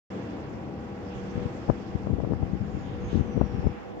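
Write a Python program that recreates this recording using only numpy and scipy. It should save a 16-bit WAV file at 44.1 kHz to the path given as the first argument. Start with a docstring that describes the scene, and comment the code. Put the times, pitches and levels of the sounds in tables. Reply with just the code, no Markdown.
"""An open dry plain, where wind turbines turn. A distant rumble carries the wavering tones of their gears
and generators. Air flowing over the blades radiates a broad swish, tip hiss, brief whooshes and one thin
whistle that sinks in pitch as its blade turns away. Gusts buffet the left microphone port in short
low bumps, and turbulence flutters on both ports, faintly on the right one."""
import sys
import numpy as np
from scipy import signal
from scipy.fft import rfft, irfft
from scipy.io import wavfile

SR = 44100
rng = np.random.default_rng(int(sys.argv[2]) if len(sys.argv) > 2 else 0)


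def wav_record(signal):
    """Record a signal, one row per channel, as 16-bit PCM in the file named by sys.argv[1]."""
    frames = np.transpose(np.atleast_2d(signal))
    bounded = np.clip(frames, -1, 1)
    # unit amplitude maps onto the largest positive 16-bit level
    quanta = np.round(bounded * 32767).astype(np.int16)
    wavfile.write(sys.argv[1], SR, quanta)


N = 176400
TIME = np.arange(N) / SR
PORT_EDGE_HZ = 43.8   # lower limit of the microphone ports


def rumble():
    """Air absorbs treble over distance, so far turbines and traffic merge into a low roar."""
    # (frequency [Hz], relative spectral density [dB])
    spectrum = [(25, -23), (40, -22.5), (55, 1.5), (120, 6), (160, 2), (320, 6), (420, -1), (560, -2),
                (800, -9.5), (930, -22.5), (1400, -24.5), (2200, -40.5), (4000, -58)]
    # (time [s], left level [dB], right level [dB])
    levels = [(0, -34, -36), (.9, -38, -39.5), (1.35, -36, -37.5), (2.2, -40, -40.5), (3.1, -38.5, -40),
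              (3.7, -39, -41.5), (4, -35, -39)]
    bass_hz, fill_s = 150, 0.34
    roar = butter(banded_noise(spectrum, flicker_db=0.97), PORT_EDGE_HZ, "high", order=4)
    bass = butter(roar, bass_hz, "low", order=2)
    bass = butter(bass[:, ::-1], bass_hz, "low", order=2)[:, ::-1]   # backward pass: zero phase
    thinning = .5 * np.clip(2 - 2 * TIME / fill_s, 0, 1)   # the bass fills in at the start
    return from_db(in_time(levels)) * (roar - thinning * bass)


def gears():
    """Periodic forces in gearboxes and generators radiate tones; amplitude modulation makes them waver."""
    # (frequency [Hz], level [dB], line width [Hz], left minus right [dB])
    tones = [(194.3, -44, 5.9, 1), (221.4, -53, 5.8, -1), (485.3, -50.5, 2.7, 1), (777, -53.5, 24, 0.5),
             (818, -57.5, 20, -2), (969, -62, 3.9, 4.5), (1112, -62.5, 44, -9.5), (1960, -67, 55, 11.5),
             (4885, -83, 8, -14.5)]
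    # swell of the main gear tone: (time [s], gain [dB])
    swell = [(0, 7.5), (.6, -8), (1.4, 11), (1.7, 1.5), (2.5, -0.5), (3.1, 4.5), (4, 4)]
    main_hz, swell_db = 486, in_time(swell)[0]
    out = 0
    for hz, db, width_hz, pan_db in tones:
        is_main = abs(np.log2(hz / main_hz)) < .5
        waver_db = -0.7 * np.array([drift(4.1), drift(8.5)])
        out += pan(pan_db) * from_db(db + is_main * swell_db + waver_db) * narrow_tone(hz, width_hz)
    return out


def blade_swish():
    """Turbulent flow over the blades radiates broadband noise that swells and fades."""
    # (time [s], relative level [dB])
    levels = [(.15, -54.5), (.72, -59.5), (1.38, -54.5), (1.8, -57.5), (2.4, -60), (3.15, -55.5),
              (3.3, -57), (3.78, -55.5), (3.98, -62)]
    # (frequency [Hz], relative spectral density [dB])
    spectrum = [(500, -7.5), (1000, 5.5), (1500, 3.5), (2100, -1.5), (2900, -3.5), (3600, -18.5),
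                (4400, -16.5), (7500, -41)]
    return pan(-2) * from_db(in_time(levels) + 6.5) * banded_noise(spectrum, flicker_db=1.0)


def tip_hiss():
    """Flow noise rises in frequency with speed: the nearest blade tips hiss, on the right."""
    # (time [s], relative level [dB])
    levels = [(.13, -63), (.35, -64.5), (.72, -68), (1.15, -65), (1.45, -61), (1.85, -64), (2.45, -68.5),
              (2.8, -65), (3.0, -69), (3.15, -62.5), (3.27, -67), (3.6, -66.5), (3.97, -70.5)]
    # (frequency [Hz], relative spectral density [dB])
    spectrum = [(2000, -10.5), (3200, 2.5), (4100, -5.5), (5000, 0), (6300, -4), (7500, -17), (9000, 0)]
    return pan(-12) * from_db(in_time(levels) + 2) * banded_noise(spectrum, flicker_db=1.8)


def blade_whistle():
    """Doppler shift: a narrow-band whistle sinks in pitch as its blade turns away."""
    # (time [s], frequency [Hz], level [dB])
    glide = [(2.52, 6740, -90.5), (2.8, 6770, -73), (2.97, 6510, -78), (3.06, 6510, -63.5),
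             (3.29, 6030, -74), (3.33, 5980, -63), (3.38, 5800, -72), (3.5, 5560, -70), (3.69, 5250, -70.5),
             (3.82, 5050, -88)]
    hz, db = in_time(glide)
    envelope = from_db(db + 1.8 * drift(14)) * (TIME > glide[0][0])
    return pan(-11) * envelope * narrow_tone(hz, width_hz=110)


def whooshes():
    """Air rushing past makes band-limited noise, in Gaussian swells that rise twice as fast as they fade."""
    # (peak time [s], fade [s], frequency [Hz], level [dB], left minus right [dB], half width [ratio])
    swells = [(1.135, 0.093, 2900, -56.5, -7, 0.15), (1.17, 0.064, 6300, -65, -13, 0.13),
              (1.307, 0.044, 6050, -62.5, -10, 0.052), (2.891, 0.14, 3330, -60, -2, 0.11),
              (3.122, 0.086, 3400, -54.5, -3.5, 0.18)]
    out = 0
    for peak_s, fade_s, hz, db, pan_db, half_width in swells:
        band_hz = [hz * (1 - half_width), hz * (1 + half_width)]
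        air = rms_one(butter(rng.standard_normal((2, N)), band_hz, "band", order=2))
        span_s = fade_s * np.where(TIME < peak_s, .5, 1)
        envelope = np.exp(-np.pi / 2 * ((TIME - peak_s) / span_s) ** 2)
        out += pan(pan_db) * from_db(db) * envelope * air
    return out


def buffets():
    """Pseudo-sound: each eddy striking the left port is a pressure jolt in a short swell of turbulence."""
    # (time [s], duration [s], level [dB], brightness [Hz])
    eddies = [(1.356, 0.0066, -23.5, 332), (1.379, 0.01, -20, 330), (1.418, 0.017, -27.5, 218),
              (1.43, 0.0062, -24, 280), (1.457, 0.01, -19.5, 238), (1.691, 0.0056, -19, 800),
              (1.7, 0.005, -9, 860), (1.706, 0.0097, -13, 124), (1.957, 0.0073, -15.5, 270),
              (2.071, 0.0031, -17.5, 720), (2.103, 0.016, -20.5, 420), (2.138, 0.0086, -16, 330),
              (2.187, 0.0064, -20, 440), (2.203, 0.0041, -20.5, 700), (2.236, 0.0069, -20, 540),
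              (2.248, 0.0033, -18, 680), (2.274, 0.0097, -25, 442), (2.312, 0.019, -21, 430),
              (2.322, 0.0074, -23, 650), (2.336, 0.0016, -14, 900), (2.43, 0.0086, -24, 600),
              (2.435, 0.015, -17.5, 130), (2.535, 0.008, -17, 260), (2.554, 0.0075, -21, 299),
              (2.614, 0.013, -22, 150), (2.751, 0.0063, -22, 247), (2.772, 0.011, -25.5, 298),
              (3.131, 0.008, -18, 382), (3.155, 0.015, -14, 302), (3.176, 0.0051, -14.5, 260),
              (3.196, 0.013, -18.5, 292), (3.211, 0.0039, -10.5, 270), (3.377, 0.021, -17, 467),
              (3.413, 0.0073, -10, 727), (3.437, 0.024, -21, 215), (3.550, 0.0047, -18, 300),
              (3.593, 0.018, -22, 238), (3.644, 0.024, -26, 660), (3.665, 0.013, -16, 220),
              (3.67, 0.0059, -12.5, 497), (3.709, 0.0064, -25, 260)]
    max_jolt_share, right_leak_db = 0.56, -47
    out = np.zeros(N)
    offsets = np.arange(-SR // 6, SR // 6)
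    impulse = (offsets == 0) + 1e-18
    for time_s, length_s, db, bright_hz in eddies:
        swirl = eddy_pressure(rng.standard_normal(len(offsets)), bright_hz)
        swirl /= np.abs(signal.hilbert(swirl)) ** 0.56   # partly flatten its random envelope
        swirl *= np.exp(-np.pi / 2 * (offsets / SR / length_s) ** 2)
        jolt = eddy_pressure(impulse, bright_hz) * rng.choice([-1, 1])
        parts = butter([swirl, jolt], 2.14 * bright_hz, "low", order=4)
        swirl, jolt = butter(parts, 0.15 * bright_hz, "high", order=1)
        jolt_share = max_jolt_share / (1 + (length_s * bright_hz / 10) ** 2)   # long eddies mostly swirl
        burst = np.sqrt(1 - jolt_share) * rms_one(swirl) + np.sqrt(jolt_share) * rms_one(jolt)
        burst = port_cut(fill_notches(burst, jolt))
        burst *= from_db(db) * np.sqrt(length_s * SR / np.sum(burst ** 2))
        centre = int((time_s - .5 / bright_hz) * SR)   # early, to offset the filter delay
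        out[np.clip(offsets + centre, 0, N - 1)] += burst
    return out * from_db([[0], [right_leak_db]])


def flutter():
    """Turbulent pressure is local, so each port has its own lumpy low noise."""
    # left port: (time [s], level [dB])
    left_levels = [(0, -59), (.6, -40.5), (1.25, -54), (1.4, -35), (1.55, -41), (1.95, -38), (2.12, -28.5),
                   (2.9, -36), (3.28, -30.5), (3.42, -34.5), (3.72, -29), (3.76, -69), (4, -42)]
    # right port: (time [s], level [dB])
    right_levels = [(1.1, -62), (1.16, -34), (1.27, -38.5), (1.35, -67.5), (2.56, -45.5), (2.98, -45),
                    (3.08, -25.5), (3.17, -49), (3.5, -45.5), (3.65, -31), (3.76, -60)]
    ports = []
    for levels, bright_hz, lumpy_db in [(left_levels, 280, 1.5), (right_levels, 108.3, 4.5)]:
        air = eddy_pressure(rng.standard_normal(N), bright_hz) * from_db(lumpy_db * drift(14))
        ports.append(from_db(in_time(levels)[0]) * rms_one(port_cut(air)))
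    return np.array(ports)


def eddy_pressure(excitation, bright_hz):
    """Large eddies hold most energy: the spectrum tilts to the bass and falls steeply above bright_hz."""
    tilted = butter(excitation, 165, "low", order=1)
    return butter(tilted, 1.02 * bright_hz, "low", order=3)


def fill_notches(burst, jolt):
    """Spectral shaping pulls a burst's colour towards a clean jolt's, filling its hollow notches."""
    spectrum = rfft(burst)
    gain = (np.abs(rfft(jolt)) / (np.abs(spectrum) + 1e-9)) ** .55
    return irfft(spectrum * gain, len(burst))


def port_cut(x):
    """A port acts as a high-pass; zero-phase filtering keeps a bump compact."""
    forward = butter(x, PORT_EDGE_HZ, "high", order=4)
    return butter(forward[::-1], PORT_EDGE_HZ, "high", order=4)[::-1]


def banded_noise(spectrum, flicker_db):
    """Partly coherent stereo noise: each flickering third-octave band mixes mid and side; rms 1."""
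    # (frequency [Hz], left-right correlation [-1 to 1])
    correlation = [(50, 1), (120, 1), (240, 0.83), (470, 0.57), (920, -0.026), (1800, -0.034),
                   (7000, -0.23)]
    out, edges = 0, 22 * 2 ** (np.arange(27) / 3)
    white = rng.standard_normal((2, 2, N))
    for k, (low, high) in enumerate(zip(edges, edges[1:])):
        if high < spectrum[0][0] or low > spectrum[-1][0]:
            continue
        mid, side = butter(white[k % 2], [low, high], "band", order=2)
        hz = np.sqrt(low * high)
        alike = at_hz(correlation, hz)
        gain = from_db(at_hz(spectrum, hz) + flicker_db * drift(18))
        out += gain * (np.sqrt(1 + alike) * mid + np.sqrt(1 - alike) * side * [[1], [-1]])
    return rms_one(out)


def narrow_tone(hz, width_hz):
    """Line broadening: moving air modulates a tone's amplitude and phase at random; rms 1."""
    blur = drift(width_hz) + 1j * drift(width_hz)
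    blur = rms_one(blur / np.sqrt(np.abs(blur) + 1e-9))
    carrier = np.exp(2j * np.pi * np.cumsum(hz + np.zeros(N)) / SR)
    return np.sqrt(2) * (blur * carrier).real


def drift(rate_hz):
    """Low-passed noise gives a slow random wander of rms 1."""
    step, run_in = 40, 2000
    pole = np.exp(-2 * np.pi * rate_hz * step / SR)
    white = rng.standard_normal(N // step + run_in + 2)
    slow = signal.lfilter([1], [1, -2 * pole, pole * pole], white)[run_in:]
    return np.interp(np.arange(N) / step, np.arange(len(slow)), rms_one(slow))


def from_db(db):
    """Decibels to amplitude ratio."""
    return 10 ** (np.asarray(db) / 20)


def rms_one(x):
    """Normalise to rms 1."""
    return x / np.sqrt(np.mean(np.abs(x) ** 2) + 1e-20)


def in_time(rows):
    """Interpolate each column of a time curve at every sample."""
    times, *columns = np.transpose(rows)
    return np.array([np.interp(TIME, times, column) for column in columns])


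def at_hz(points, hz):
    """Interpolate on a log-frequency axis."""
    frequencies, values = np.transpose(points)
    return np.interp(np.log(hz), np.log(frequencies), values)


def pan(db):
    """Stereo gains for a level difference, left minus right."""
    return rms_one(from_db([[db / 2], [-db / 2]]))


def butter(x, hz, kind, order):
    """Butterworth filter."""
    sections = signal.butter(order, np.clip(hz, 10, SR * .45), kind, fs=SR, output="sos")
    return signal.sosfilt(sections, x)


def scene():
    """Superposition of far sound, blades and port wind; in the final lull the far bass drops on the left."""
    lull_s, lull_cut_hz, right_lag_s = 3.755, 420, 0.00015
    left, right = rumble() + gears()
    lull = np.clip((TIME - lull_s) / .02 + .5, 0, 1)
    left = (1 - lull) * left + lull * butter(left, lull_cut_hz, "high", order=2)
    far = np.array([left, np.interp(TIME - right_lag_s, TIME, right)])
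    return far + flutter() + blade_swish() + tip_hiss() + blade_whistle() + whooshes() + buffets()


def record(dry):
    """A band-limited microphone; separately, a faint hiss lies above 10 kHz. The sound cuts in at start_s."""
    microphone_hz, output_hz, floor_db, start_s = 7900, 15700, -77.5, .102
    heard = signal.sosfilt(signal.ellip(10, .2, 70, microphone_hz, fs=SR, output="sos"), dry)
    floor = butter(from_db(floor_db) * rng.standard_normal((2, N)), 10100, "high", order=2)
    heard = (heard + floor) * np.clip((TIME - start_s) / .002, 0, 1)
    return signal.sosfilt(signal.ellip(10, .2, 70, output_hz, fs=SR, output="sos"), heard)


dry = scene()
out = record(dry)
wav_record(out)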